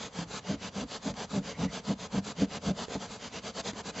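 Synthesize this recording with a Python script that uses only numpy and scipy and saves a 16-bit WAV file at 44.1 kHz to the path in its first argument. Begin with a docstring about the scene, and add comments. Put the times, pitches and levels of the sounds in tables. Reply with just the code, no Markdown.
"""A small carpeted room, two microphones close to a hand that scrubs the carpet with a bunched cloth. The hand
goes back and forth about seven strokes a second; the last strokes are quicker. Fibres flick past the cloth as a
hiss that follows hand speed, over a duller scrape of the pile. On the hard forward pushes the cloth sticks and
slips and drums the floor, until the last second. Three short knocks, the last with a brief high ring, and two
faint squeaks are heard; low room rumble and steady hiss lie behind."""
import sys
import numpy as np
from scipy import signal
from scipy.fft import rfft, irfft
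from scipy.io import wavfile
from scipy.ndimage import uniform_filter1d

SR = 44100
rng = np.random.default_rng(int(sys.argv[2]) if len(sys.argv) > 2 else 0)


def unload_audio(sound):
    """Save the sound as a 16-bit wav file, at the path given as the first command line argument."""
    columns = np.transpose(np.atleast_2d(sound))
    # keep every value between -1 and 1, then stretch to whole-number steps
    steps = np.round(np.clip(columns, -1, 1) * 32767)
    wavfile.write(sys.argv[1], SR, steps.astype(np.int16))


N = 176400
TIME = np.arange(N) / SR

# Strokes, each lasting until the next: start t/s, fastest point/stroke, hiss level/dB, scrape level/dB
STROKES = [ (-.04, 0.43, -42.5, -43), (0.11, 0.55, -43, -42.5), (0.27, 0.61, -40.5, -40.5),
           (0.419, 0.52, -43, -41.5), (0.581, 0.63, -42, -43), (.714, 0.58, -42.5, -39),
           (0.865, 0.62, -42, -42.5), (1.002, 0.58, -42, -40), (1.139, 0.57, -42, -39),
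           (1.277, 0.51, -43, -41.5), (1.418, 0.54, -42, -41), (1.554, 0.57, -42, -37.5),
           (1.688, 0.56, -41, -40), (1.825, 0.56, -42, -40.5), (1.961, 0.63, -43.5, -42.5),
           (2.094, 0.56, -42, -39.5), (2.221, 0.56, -41, -40.5), (2.346, 0.55, -42, -39),
           (2.476, 0.65, -41.5, -39.5), (2.603, 0.58, -40.5, -37.5), (2.737, 0.63, -41, -38.5),
           (2.875, 0.6, -41.5, -38.5), (2.985, 0.49, -44.5, -43), (3.084, 0.38, -45, -44.5),
           (3.191, 0.56, -43, -43), (3.303, 0.57, -43, -41.5), (3.415, 0.49, -41, -39),
           (3.53, 0.75, -40, -38), (3.629, 0.5, -38.5, -37), (3.73, 0.68, -43, -40.5),
           (3.833, 0.49, -41, -40.5), (3.926, 0.94, -38, -36.5)]
# Fibre hiss close up: f/Hz, relative level/dB
HISS_SPECTRUM = [(300, -20.5), (900, -3), (1300, 1.9), (2000, -2), (3200, 0.5), (4200, 1), (5000, 0),
                 (7600, -3.5), (9000, -18.5)]
# Scrape of the pile: f/Hz, relative level/dB
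SCRAPE_SPECTRUM = [(25, -35), (140, -1), (205, 6.5), (260, 2.5), (340, -9.5), (440, 1.5), (520, 0.5),
                   (620, -1.5), (1030, -6), (1400, -14), (2200, -30), (6000, -48)]
def rubbing(hiss_law=1.62, scrape_law=1.75):
    """Fibres hiss and tufts scrape past the cloth, their amplitude a power of the hand's speed."""
    stroke, speed = hand_motion()
    hiss_db, scrape_db = np.transpose(STROKES)[2:]
    flicks = clicks(per_s=14000, spread_db=0.5) * amp(hiss_db[stroke] + wander(0.0092))
    tufts = clicks(per_s=3000, spread_db=0) * amp(scrape_db[stroke] + wander(0.0029))
    hiss = colour(flicks * speed ** hiss_law, HISS_SPECTRUM)
    scrape = colour(tufts * speed ** scrape_law, SCRAPE_SPECTRUM)
    return hiss + scrape


# Rounded turns, where the hand does not quite stop: t/s, speed relative to top speed/dB
TURN_SPEED = [(1.3, -12.5), (1.6, -10), (1.9, -14), (2.75, -13), (3.08, -5.5), (3.45, -12)]
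def hand_motion(last_stop_s=4.035, turn_share=0.12):
    """The stroke under way and the hand's speed, which swells and falls once in each."""
    start, fastest = np.transpose(STROKES)[:2]
    position = np.interp(TIME, np.append(start, last_stop_s), np.arange(len(start) + 1))
    stroke = np.minimum(position.astype(int), len(start) - 1)
    progress, peak = position - stroke, np.clip(fastest[stroke], .2, .8)
    rising = abs(np.sin(np.pi / 2 * progress / peak))
    remaining = np.clip((1 - turn_share - progress) / (1 - turn_share - peak), 0, 1)
    braking = np.sin(np.pi / 2 * remaining) ** 0.43  # the hand stops more abruptly than it starts
    speed = np.where(progress < peak, rising, braking)
    least = amp(np.interp(TIME, *np.transpose(TURN_SPEED)))
    return stroke, np.sqrt(speed ** 2 * (1 - least ** 2) + least ** 2)


# Stick-slip bursts on the hard pushes: peak t/s, swell/s, fade/s, level/dB, slip rate f/Hz
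SHUDDERS = [ (.19, 0.014, 0.06, -38.5, 168), (0.501, 0.007, 0.049, -27.5, 212),
            (.779, 0.019, 0.024, -35, 180), (.829, 0.036, 0.015, -34.5, 220),
            (1.082, 0.02, 0.031, -30.5, 228), (1.366, 0.031, 0.025, -26, 220),
            (1.398, 0.014, 0.031, -41, 138), (1.6, 0.012, 0.018, -33, 163), (1.652, 0.047, 0.02, -30, 190),
            (1.906, 0.023, 0.019, -26, 213), (2.155, 0.018, 0.018, -28.5, 191),
            (2.187, 0.016, 0.0057, -26, 200), (2.395, 0.014, 0.028, -35, 172),
            (2.425, 0.012, 0.016, -22, 194), (2.682, 0.032, .022, -30, 188),
            (2.711, 0.018, 0.009, -27, 224), (2.958, 0.011, .012, -29.5, 200)]
# Response of the padded floor to the slips: f/Hz, relative level/dB
FLOOR_RESPONSE = [(60, -21.5), (135, 0), (200, -5.5), (270, 4), (345, -16), (435, -8.5), (510, -7.5),
                  (600, -11), (1050, -28.5), (1500, -32.5), (7000, -52)]
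def shudder(ring_db=-2.54, rattle_db=-4.5, thud_db=-51.5, thud_hz=(62, 155.5)):
    """Pressed hard, the cloth slips in jerks that drum the floor, over a thud of the hand's weight."""
    at, swell, fade, level_db, rate = np.transpose(SHUDDERS)
    slip_hz = np.interp(TIME, at, rate) * np.exp(.135 * wander(.003))
    cycles = np.cumsum(slip_hz) / SR
    slips = np.diff(np.floor(cycles), prepend=0) * amp(8 * rng.random(N))  # one uneven jerk a cycle
    rough_slips = unit(slips - slips.mean()) + 0.42 * rng.standard_normal(N)
    rattle = unit(colour(rough_slips, FLOOR_RESPONSE))
    waver_db = 1.3 * unit(uniform_filter1d(wander(0.0037), size=200))
    ring = unit(np.sin(2 * np.pi * cycles) * amp(waver_db))  # the floor's main ring, locked to the slips
    power = np.zeros(N)
    for peak_s, up, down, db in zip(at, swell, fade, level_db):
        power += (amp(db) * bump(peak_s, np.where(TIME < peak_s, up, down))) ** 2
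    force = np.sqrt(power)
    weight = rng.standard_normal(N) * np.sqrt(force)  # the thud grows more slowly than the drumming
    thud = unit(signal.sosfilt(signal.butter(2, thud_hz, "band", fs=SR, output="sos"), weight))
    return (amp(ring_db) * ring + amp(rattle_db) * rattle) * force + amp(thud_db) * thud


# Short knocks: t/s, knock level/dB, knock f/Hz, tick level/dB, left minus right/dB
KNOCKS = [(1.14, -43, 290, -42, 0), (2.883, -31, 444, -46, -7), (3.733, -33, 285, -44, 0)]
def knocks(knock_decay_s=.0045, tick_decay_s=.002):
    """Short knocks with a tick: two centred, one louder and to the right, perhaps a microphone bump."""
    out = np.zeros((2, N))
    hiss = colour(rng.standard_normal(N), HISS_SPECTRUM)
    for at, knock_db, hz, tick_db, pan_db in KNOCKS:
        age = np.clip(TIME - at, 0, .1)
        knock = amp(knock_db) * np.sin(2 * np.pi * hz * age) * np.exp(-age / knock_decay_s)
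        tick = amp(tick_db) * hiss * (age > 0) * np.exp(-age / tick_decay_s)
        sides = amp([[pan_db / 2], [-pan_db / 2]])
        out += sides / sides.mean() * (knock + tick)
    return out


# Faint squeaks, the last row a brief ring after the knock at 3.733 s: t/s, half length/s, f/Hz, level/dB
SQUEAKS = [(1.552, 0.029, 2120, -54), (1.692, 0.019, 1960, -50.5), (3.737, 0.0045, 1980, -49.5)]
def squeaks(pitch_waver=.09):
    """Faint, fuzzy chirps while the cloth moves slowly, and a brief high ring after the last knock."""
    clock = np.cumsum(1 + pitch_waver * wander(0.00046)) / SR
    return sum(amp(db) * bump(at, half) * np.sin(2 * np.pi * hz * clock) for at, half, hz, db in SQUEAKS)


def near_scatter(x, decay_s=0.0023, size=1024, count=7):
    """Quick reflections off the hand and furniture ripple the treble, differently from stroke to stroke."""
    paths = rng.standard_normal((count, size)) * np.exp(-np.arange(size) / SR / decay_s)
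    paths = signal.sosfilt(signal.butter(2, 700, "high", fs=SR, output="sos"), paths)
    which = hand_motion()[0] % count
    return sum(convolve(x * (which == j), taps) for j, taps in enumerate(paths))


# Decay of the room: f/Hz, t60/s
ROOM_DECAY = [(230, 0.16), (600, 0.11), (7000, 0.031)]
def room_echo(x, onset_s=0.0057):
    """The short tail of a carpeted room, each band dying at its own speed."""
    hz, t, bands = signal.stft(rng.standard_normal(16384), SR, nperseg=256)
    decay = amp(-60 * t / value_at(ROOM_DECAY, hz)[:, None])
    tail = signal.istft(bands * decay * np.minimum(t / onset_s, 1), SR, nperseg=256)[1]
    return convolve(x, tail)


# Rumble of the room: f/Hz, relative level/dB
RUMBLE_SPECTRUM = [(20, -9.5), (90, 0), (240, -7.5), (350, -17), (1000, -14), (2000, -38.5)]
def room_rumble(level_db=-54.5):
    """Low, steady room tone, shared by both microphones."""
    return amp(level_db) * colour(rng.standard_normal(N), RUMBLE_SPECTRUM)


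# Background hiss: f/Hz, relative level/dB
AIR_SPECTRUM = [(40, -12), (150, -2.5), (440, 0), (700, -4), (1000, 1.5), (1600, -2), (2500, -5.5),
                (7600, -12), (9000, -40)]
def air_hiss(level_db=-61.5):
    """Steady hiss, unrelated in the two microphones."""
    return amp(level_db) * np.array([colour(noise, AIR_SPECTRUM) for noise in rng.standard_normal((2, N))])


# Stereo width at the microphones: f/Hz, side level/dB
WIDTH = [(600, -44), (1400, -25), (2800, -15), (5600, -11)]
# Balance of the pair: f/Hz, left minus right/dB
BALANCE = [(900, 0), (2400, -1.1), (4000, -.7), (6500, 1.6)]
def microphone_pair(mid, side):
    """Two close microphones: alike in the bass, parting in the treble."""
    hz = np.fft.rfftfreq(N, 1 / SR)
    sign = np.array([[1], [-1]])
    spectra = rfft(mid) + sign * rfft(side) * amp(value_at(WIDTH, hz))
    return irfft(spectra * amp(sign * value_at(BALANCE, hz) / 2), N)


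def clicks(per_s, spread_db):
    """Random tiny impacts, uneven in size by spread_db."""
    size = amp(spread_db * np.minimum(rng.exponential(1, N), 4))
    return unit(size * rng.choice([-1., 1.], N) * (rng.random(N) < per_s / SR))


def wander(seconds):
    """Random drift that changes over the given time."""
    return unit(signal.lfilter([1], [1, -np.exp(-1 / (seconds * SR))], rng.standard_normal(N)))


def bump(at, width_s):
    """A bell-shaped swell and fade."""
    return np.exp(-np.minimum(((TIME - at) / width_s) ** 2, 20))


def colour(x, spectrum, size=4096):
    """Causal filter of unit energy with the given spectrum."""
    log_gain = np.log(amp(value_at(spectrum, abs(np.fft.fftfreq(size, 1 / SR)))))
    minimum_phase = np.exp(np.conj(signal.hilbert(log_gain)))
    return convolve(x, np.fft.ifft(minimum_phase).real[:size // 2])


def convolve(x, taps):
    """Pass x through a response scaled to unit energy."""
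    return signal.oaconvolve(x, taps / np.linalg.norm(taps))[:N]


def value_at(points, hz):
    """A curve's value at hz, on a log-frequency axis."""
    f, value = np.transpose(points)
    return np.interp(np.log(hz + 1), np.log(f + 1), value)


def amp(db):
    return 10 ** (np.asarray(db) / 20)


def unit(x):
    return x / np.sqrt(np.mean(x ** 2) + 1e-20)


def scene():
    """Cloth and floor close to the microphones, the room faint behind them."""
    rub, drum = rubbing() + squeaks(), shudder()
    cloth = rub + amp(-9.5) * near_scatter(rub) + amp(-17.5) * room_echo(rub)
    floor = drum + amp(-16) * room_echo(drum)
    mid = cloth + floor + room_rumble()
    return air_hiss() + microphone_pair(mid, side=rubbing()) + knocks()


def record(dry, low_cut_hz=42, notch_hz=5430, notch_width_hz=380, top_hz=7730):
    """The recorder cuts the deepest bass, has one narrow notch in the treble and a low band limit."""
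    bass_cut = signal.sosfilt(signal.butter(3, low_cut_hz, "high", fs=SR, output="sos"), dry)
    notched = signal.lfilter(*signal.iirnotch(notch_hz, notch_hz / notch_width_hz, SR), bass_cut)
    low_pass = signal.firwin(241, top_hz, window=("kaiser", 8), fs=SR)
    return signal.oaconvolve(notched, low_pass[None], "same")


dry = scene()
out = record(dry)
unload_audio(out)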